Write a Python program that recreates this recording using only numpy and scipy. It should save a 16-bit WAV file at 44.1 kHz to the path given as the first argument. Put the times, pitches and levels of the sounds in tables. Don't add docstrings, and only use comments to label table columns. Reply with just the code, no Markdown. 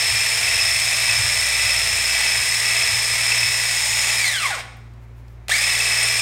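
import sys
import numpy as np
from scipy import signal
from scipy.fft import rfft, irfft, next_fast_len
from scipy.io import wavfile

SR = 44100
rng = np.random.default_rng(int(sys.argv[2]) if len(sys.argv) > 2 else 0)


def store_wav(level_fs):
    pcm = np.round(np.clip(np.atleast_2d(level_fs), -1, 1) * 32767)
    wavfile.write(sys.argv[1], SR, pcm.T.astype(np.int16))


N = 273861
TAPS, TOP_HZ = 2048, 15750
TIME = np.arange(N) / SR
FREQ = np.arange(TAPS + 1) * SR / (2 * TAPS)
HUM_HZ = 58.25
TEETH, RUN_TURNS_PER_S = 143, 17.99
OFF_S, COAST_S = 4.178, .485
ON_S, SPIN_UP_S, SPIN_UP_SHAPE = 5.486, .0275, .87
STROKE_S, OCTAVE_LAG_S = .25, .09
RAISED_S, RAISED_LENGTH_S = 3.9, .42

# frequency_hz, gain_db
AIR_SPECTRUM = [(30, -3), (160, -3.5), (280, -6), (600, -9), (1000, -10.5), (1500, -15), (2200, -14),
                (3000, -23.5), (7000, -32.5), (15000, -46.5)]
# time_s, fundamental_db, octave_db
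HUM_ENVELOPE = [(.3, -50, -45.5), (1.4, -43, -45), (2.2, -42, -48), (2.7, -47.5, -41.5), (4.8, -48, -42.5),
                (5.35, -41.5, -45.5), (6.2, -45, -40.5)]
# pitch_hz, relative_db
HUM_PARTIALS = [(232, -63), (366, -66.5)]
# frequency_hz, gain_db
BOWL_SPECTRUM = [(20, -36), (45, -17), (65, -14), (100, -.5), (122, -5.5), (155, -29), (300, -33.5),
                 (900, -68)]
# peak_s, relative_db, length_s
BATTER_SLOPS = [(.13, -37.5, 0.12), (.6, -41, 0.4), (1.23, -37.5, 0.22), (1.64, -42, .12), (1.9, -38.5, .2),
                (2.42, -41, .14), (2.91, -39.5, .12), (3.15, -48, .2), (3.47, -42, .13), (3.95, -44.5, .12),
                (4.8, -52, .07)]
# peak_s, level_db, length_s
FROTH_FLURRIES = [(5.035, -70, 0.035), (5.19, -69, 0.049), (5.31, -71, 0.064)]
# peak_s, pitch_hz, level_db, length_s
WIRE_GRAZES = [(4.39, 4150, -26, 0.011), (6.035, 8560, -21, 0.016)]
# start_s, level_db, ring_hz, decay_s
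IMPACTS = [(4.768, -54, 9500, .007), (4.936, -57, 3300, .004), (5.281, -54, 3000, .004),
           (5.483, -24.5, 2760, 0.006), (5.495, -25, 930, 0.0039)]
# time_s, level_db
WHIRR_ENVELOPE = [(3.3, -60), (3.65, -37), (4.05, -30), (4.25, -40.5), (4.5, -52), (4.6, -100)]
# frequency_hz, gain_db
HOUSING_SPECTRUM = [(120, -20), (330, -23), (450, -12), (550, -10.5), (660, -5), (850, -7), (1000, -8),
                    (1400, -7), (1700, -0.5), (3000, -6), (4500, -3.5), (6200, -4), (9000, -2),
                    (10200, -9.5), (13000, -16), (15500, -21.5)]
# centre_hz, width_hz, lift_db
HOUSING_MODES = [(222, 29, 8.5), (1188, 200, 4), (1964, 304, 9.5), (2317, 340, 10.5), (2690, 220, 4.5),
                 (3460, 1120, 6), (5277, 690, 5.5), (6880, 210, 4), (8386, 680, 5)]
# peak_s, pressure_fraction, octave_lift_db
STIR_STROKES = [(.03, 0.8, 2.5), (.54, 0.8, 4), (1.08, 0.99, 4), (1.67, 0.83, 2), (2.22, .9, 0.5),
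                (2.81, 0.97, 3), (3.34, 0.8, 3.5), (4.12, 0.65, -1.5), (5.68, 0.7, -1), (5.98, 0.8, 1.5)]
# peak_s, length_s, rattle_lift_db, tone_lift_db, octave_lift_db
SHAFT_SHUDDERS = [(4.23, 0.052, -0.5, 3, -1), (4.281, .04, 2.5, -1, 9), (4.366, 0.048, 0.5, 6, 11),
                  (4.452, 0.042, 5, 16, 14.5), (4.495, 0.036, 5, 2.5, -3), (4.53, 0.076, 2.5, 10.5, 14.5),
                  (4.598, 0.045, 2.5, -4, 9), (5.497, .01, 1.5, 9, 2), (5.518, 0.016, 0, 7.5, 7.5)]
# cycles_per_turn, relative_db
WHEEL_ORDERS = [(24, -61), (26, -57.5), (37, -54), (47, -53), (49, -53.5), (108, -41), (111, -42),
                (122, -40.5), (129, -44), (133, -35.5), (156, -44.5)]
# tooth_rate_multiple, relative_db
FREE_OVERTONES = [(3, -5.5), (4.2, -13), (6.4, -14), (8.5, -18), (10.6, -17), (12.7, -19)]


def undb(db):
    return 10 ** (np.asarray(db) / 20)


def unit(x):
    return x / np.sqrt(np.mean(x ** 2))


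def curve(rows, column=1):
    rows = np.asarray(rows)
    return np.interp(TIME, rows[:, 0], rows[:, column])


def swell(peak_s, length_s):
    return .5 ** ((2 * (TIME - peak_s) / length_s) ** 2)


def swells(rows):
    return sum(undb(db) * swell(peak_s, length_s) for peak_s, db, length_s in rows)


def walk(rate_hz):
    steps = rng.standard_normal(N // 32)[:int(rate_hz * N / SR) + 4]
    smooth = signal.resample_poly(steps, 8, 1)
    return unit(np.interp(TIME * rate_hz * 8, np.arange(len(smooth)), smooth))


def per_turn(turns, count):
    harmonics = np.exp(2j * np.pi * rng.random(count))
    profile = signal.hilbert(unit(irfft(np.r_[0, harmonics], TAPS)))
    return profile[(turns * TAPS).astype(int) % TAPS]


def spectrum(points):
    hz, db = np.transpose(points)
    return np.interp(np.log(FREQ + 1), np.log(hz), db)


def colour(x, db):
    cepstrum = irfft(db * np.log(10) / 20)
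    cepstrum[1:TAPS] *= 2
    cepstrum[TAPS + 1:] = 0
    impulse_response = irfft(np.exp(rfft(cepstrum)))[:TAPS]
    return signal.oaconvolve(x, impulse_response)[:len(x)]


def lowpass(x, hz):
    return signal.lfilter(*signal.butter(1, hz, fs=SR), x)


def background(waver_db=1.45, drift_rad=.3, hum_lift_db=.5, air_db=-53):
    tones = [(HUM_HZ, curve(HUM_ENVELOPE)), (2 * HUM_HZ, curve(HUM_ENVELOPE, column=2))] + HUM_PARTIALS
    hum = 0
    for hz, db in tones:
        amplitude = np.sqrt(2) * undb(db + hum_lift_db + waver_db * walk(3.5))
        hum += amplitude * np.sin(2 * np.pi * hz * TIME + drift_rad * walk(1.6))
    air = unit(colour(rng.standard_normal(N), spectrum(AIR_SPECTRUM)))
    return hum + air * undb(air_db + .7 * walk(2.9))


def room(x, wet_db=-8, low_t60_s=.69, high_t60_s=.38, split_hz=3000, onset_s=.0095):
    age = TIME[:SR // 2]
    noise = rng.standard_normal(len(age))
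    low = lowpass(noise, split_hz)
    tail = low * undb(-60 * age / low_t60_s) + (noise - low) * undb(-60 * age / high_t60_s)
    tail = unit(tail * np.clip(age / onset_s, 0, 1)) / np.sqrt(len(age))
    return x + undb(wet_db) * signal.oaconvolve(x, tail)[:N]


def bowl(slop_lift_db=2.5, steady_db=-54):
    rumble = unit(colour(rng.standard_normal(N), spectrum(BOWL_SPECTRUM)))
    return rumble * np.hypot(undb(steady_db), undb(slop_lift_db) * swells(BATTER_SLOPS))


def froth(pops_per_s=2500, spread_db=2, highpass_hz=2500, steady_db=-76):
    pops = (rng.random(N) < pops_per_s / SR) * undb(spread_db * rng.standard_normal(N))
    return unit(pops - lowpass(pops, highpass_hz)) * (undb(steady_db) + swells(FROTH_FLURRIES))


def grazes():
    return sum(np.sqrt(2) * undb(db) * swell(peak_s, length_s) * np.sin(2 * np.pi * hz * TIME)
               for peak_s, hz, db, length_s in WIRE_GRAZES)


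def clicks(half_width_octaves=.99):
    out = np.zeros(N)
    for start_s, db, hz, decay_s in IMPACTS:
        detuning = np.log2((FREQ + 1) / hz) / half_width_octaves
        ring = unit(colour(rng.standard_normal(TAPS), -10 * np.log10(1 + detuning ** 4)))
        first = int(start_s * SR)
        out[first:first + TAPS] += undb(db) * ring * np.exp(-TIME[:TAPS] / decay_s)
    return out


def whirr(centre_hz=6900, width_hz=330):
    band_db = -10 * np.log10(1 + (2 * (FREQ - centre_hz) / width_hz) ** 4)
    return unit(colour(rng.standard_normal(N), band_db)) * undb(curve(WHIRR_ENVELOPE))


def motor_speed(wander=.001602, wander_hz=4):
    coast = np.clip(1 - (TIME - OFF_S) / COAST_S, 0, 1)
    run_up = 1 - np.exp(-(np.maximum(TIME - ON_S, 0) / SPIN_UP_S) ** SPIN_UP_SHAPE)
    return RUN_TURNS_PER_S * (coast + run_up) * (1 + wander * walk(wander_hz))


def tooth_force_db(speed, torque_db=13):
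    share = np.maximum(speed / RUN_TURNS_PER_S, .01)
    return 20 * np.log10(share) + torque_db * (1 - share) * (TIME > ON_S)


def pressure():
    return sum(press * swell(peak_s, STROKE_S) for peak_s, press, _ in STIR_STROKES)


def shudder_db(column):
    return sum(row[column] * swell(row[0], row[1]) for row in SHAFT_SHUDDERS)


def housing_db():
    peaks = sum(db * .5 ** ((2 * (FREQ - hz) / width) ** 2) for hz, width, db in HOUSING_MODES)
    return spectrum(HOUSING_SPECTRUM) + peaks


def wheel_tones(turns, load, sway_rad=.8, sway_hz=8, flicker_db=3, press_db=2, gain_db=-2.5):
    tones = 0
    for order, db in WHEEL_ORDERS:
        amplitude = np.sqrt(2) * undb(db + flicker_db * walk(sway_hz))
        tones += amplitude * np.sin(2 * np.pi * order * turns + sway_rad * walk(sway_hz))
    return tones * load * undb(gain_db + press_db * pressure())


def tooth_knocks(turns, memory=.9, uneven_db=2, play_teeth=.3346, slip_teeth=.027):
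    count = int(turns[-1] * TEETH)
    chance = rng.standard_normal((count // TEETH + 1, TEETH, 3))
    chance[1:] *= np.sqrt(1 - memory ** 2)
    pattern = signal.lfilter([1], [1, -memory], chance, axis=0)
    offset, strength, flank = pattern.reshape(-1, 3)[:count].T
    place = np.arange(count) + play_teeth * offset + slip_teeth * rng.standard_normal(count)
    arrival = np.interp(place / TEETH, turns, np.arange(N))
    size = undb(uneven_db * strength) * np.tanh(2 * flank)
    taps = arrival.astype(int)[:, None] + np.arange(-5, 7)
    lag = taps - arrival[:, None]
    pulses = size[:, None] * np.sinc(lag) * np.cos(np.pi * lag / 12) ** 2
    return unit(np.bincount(taps.ravel() % N, pulses.ravel(), N))


def rattle(turns, speed, gain_db=-21.5, rub_db=-1, wobble_db=1.27,
           shelf_hz=5000, shelf_db=-1.5, press_db=2, slow_db=12, raised_db=1):
    force = tooth_knocks(turns) + undb(rub_db) * rng.standard_normal(N)
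    force *= undb(wobble_db * per_turn(turns, count=6).real)
    body = unit(colour(force, housing_db()))
    lows = signal.sosfiltfilt(signal.butter(2, shelf_hz, fs=SR, output="sos"), body)
    bright_db = raised_db * swell(RAISED_S, RAISED_LENGTH_S)
    coast_db = slow_db * (1 - speed / RUN_TURNS_PER_S) ** 2 * (TIME < ON_S)
    lows_db = shelf_db + press_db * pressure() - bright_db + coast_db
    level_db = gain_db + tooth_force_db(speed) + bright_db + shudder_db(column=2)
    return (body + (undb(lows_db) - 1) * lows) * undb(level_db)


def tooth_tone(turns, speed, load, gain_db=-30, load_db=-8.5, press_db=6, body_share=.71,
               runout_rad=.32, flutter_rad=.45, flutter_hz=130, sway_rad=.96, sway_hz=9,
               throb_db=5.5, chatter_db=3, free_chatter_db=1.5, chatter_hz=90):
    bend = runout_rad * per_turn(turns, count=11).real + flutter_rad * walk(flutter_hz)
    bend += sway_rad * walk(sway_hz)
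    ripple_db = throb_db * load * per_turn(turns, count=3).real
    ripple_db += (chatter_db + free_chatter_db * (1 - load)) * walk(chatter_hz)
    body_db = body_share * np.interp(TEETH * speed, FREQ, housing_db())
    loaded_db = load * (load_db + press_db * pressure())
    level_db = gain_db + tooth_force_db(speed) + body_db + loaded_db + shudder_db(column=3)
    return np.sqrt(2) * undb(level_db + ripple_db) * np.sin(2 * np.pi * TEETH * turns + bend)


def tooth_octave(turns, speed, load, gain_db=-33, load_db=.2, pulse_db=2.46, body_share=.29,
                 runout=.47, flutter=.79, free_flutter=.6, flutter_hz=680, waver_rad=1.5, waver_hz=90):
    phase = 2 * np.pi * TEETH * turns
    tooth_hz = TEETH * speed
    shake = 1 + load * runout * per_turn(turns, count=9)
    flutter_depth = flutter * (load + free_flutter * (1 - load))
    shake += flutter_depth * signal.hilbert(walk(flutter_hz), next_fast_len(N))[:N]
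    body_db = body_share * np.interp(2 * tooth_hz, FREQ, housing_db())
    octave = np.exp(1j * (2 * phase + waver_rad * walk(waver_hz))) * undb(body_db + shudder_db(column=4))
    overtones = sum(undb(db) * np.exp(1j * k * phase) * (k * tooth_hz < SR / 2)
                    for k, db in FREE_OVERTONES)
    whine = np.imag((octave + (1 - load) * overtones) * shake)
    stroke_db = sum(db * swell(peak_s + OCTAVE_LAG_S, STROKE_S) for peak_s, _, db in STIR_STROKES)
    loaded_db = load * (pulse_db * np.cos(2 * np.pi * turns) + load_db + stroke_db)
    return np.sqrt(2) * whine * undb(gain_db + tooth_force_db(speed) + loaded_db)


def blender(stop_s=4.615, fade_s=.014, restart_s=5.494, attack_s=.003):
    speed = motor_speed()
    turns = np.cumsum(speed + 1e-6) / SR
    load = np.clip(1 - 10 * (1 - speed / RUN_TURNS_PER_S), 0, 1)
    stopping = np.exp(-np.maximum(TIME - stop_s, 0) / fade_s)
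    restarting = np.clip((TIME - restart_s) / attack_s + 1, 0, 1)
    gears = rattle(turns, speed) + tooth_tone(turns, speed, load)
    gears += tooth_octave(turns, speed, load) + wheel_tones(turns, load)
    return np.maximum(stopping, restarting) * gears


def scene():
    mono = room(blender() + whirr() + clicks() + grazes() + froth()) + bowl() + background()
    return np.array([mono, mono])


def record(dry):
    return signal.sosfilt(signal.ellip(10, .1, 80, TOP_HZ, fs=SR, output="sos"), dry)


dry = scene()
out = record(dry)
store_wav(out)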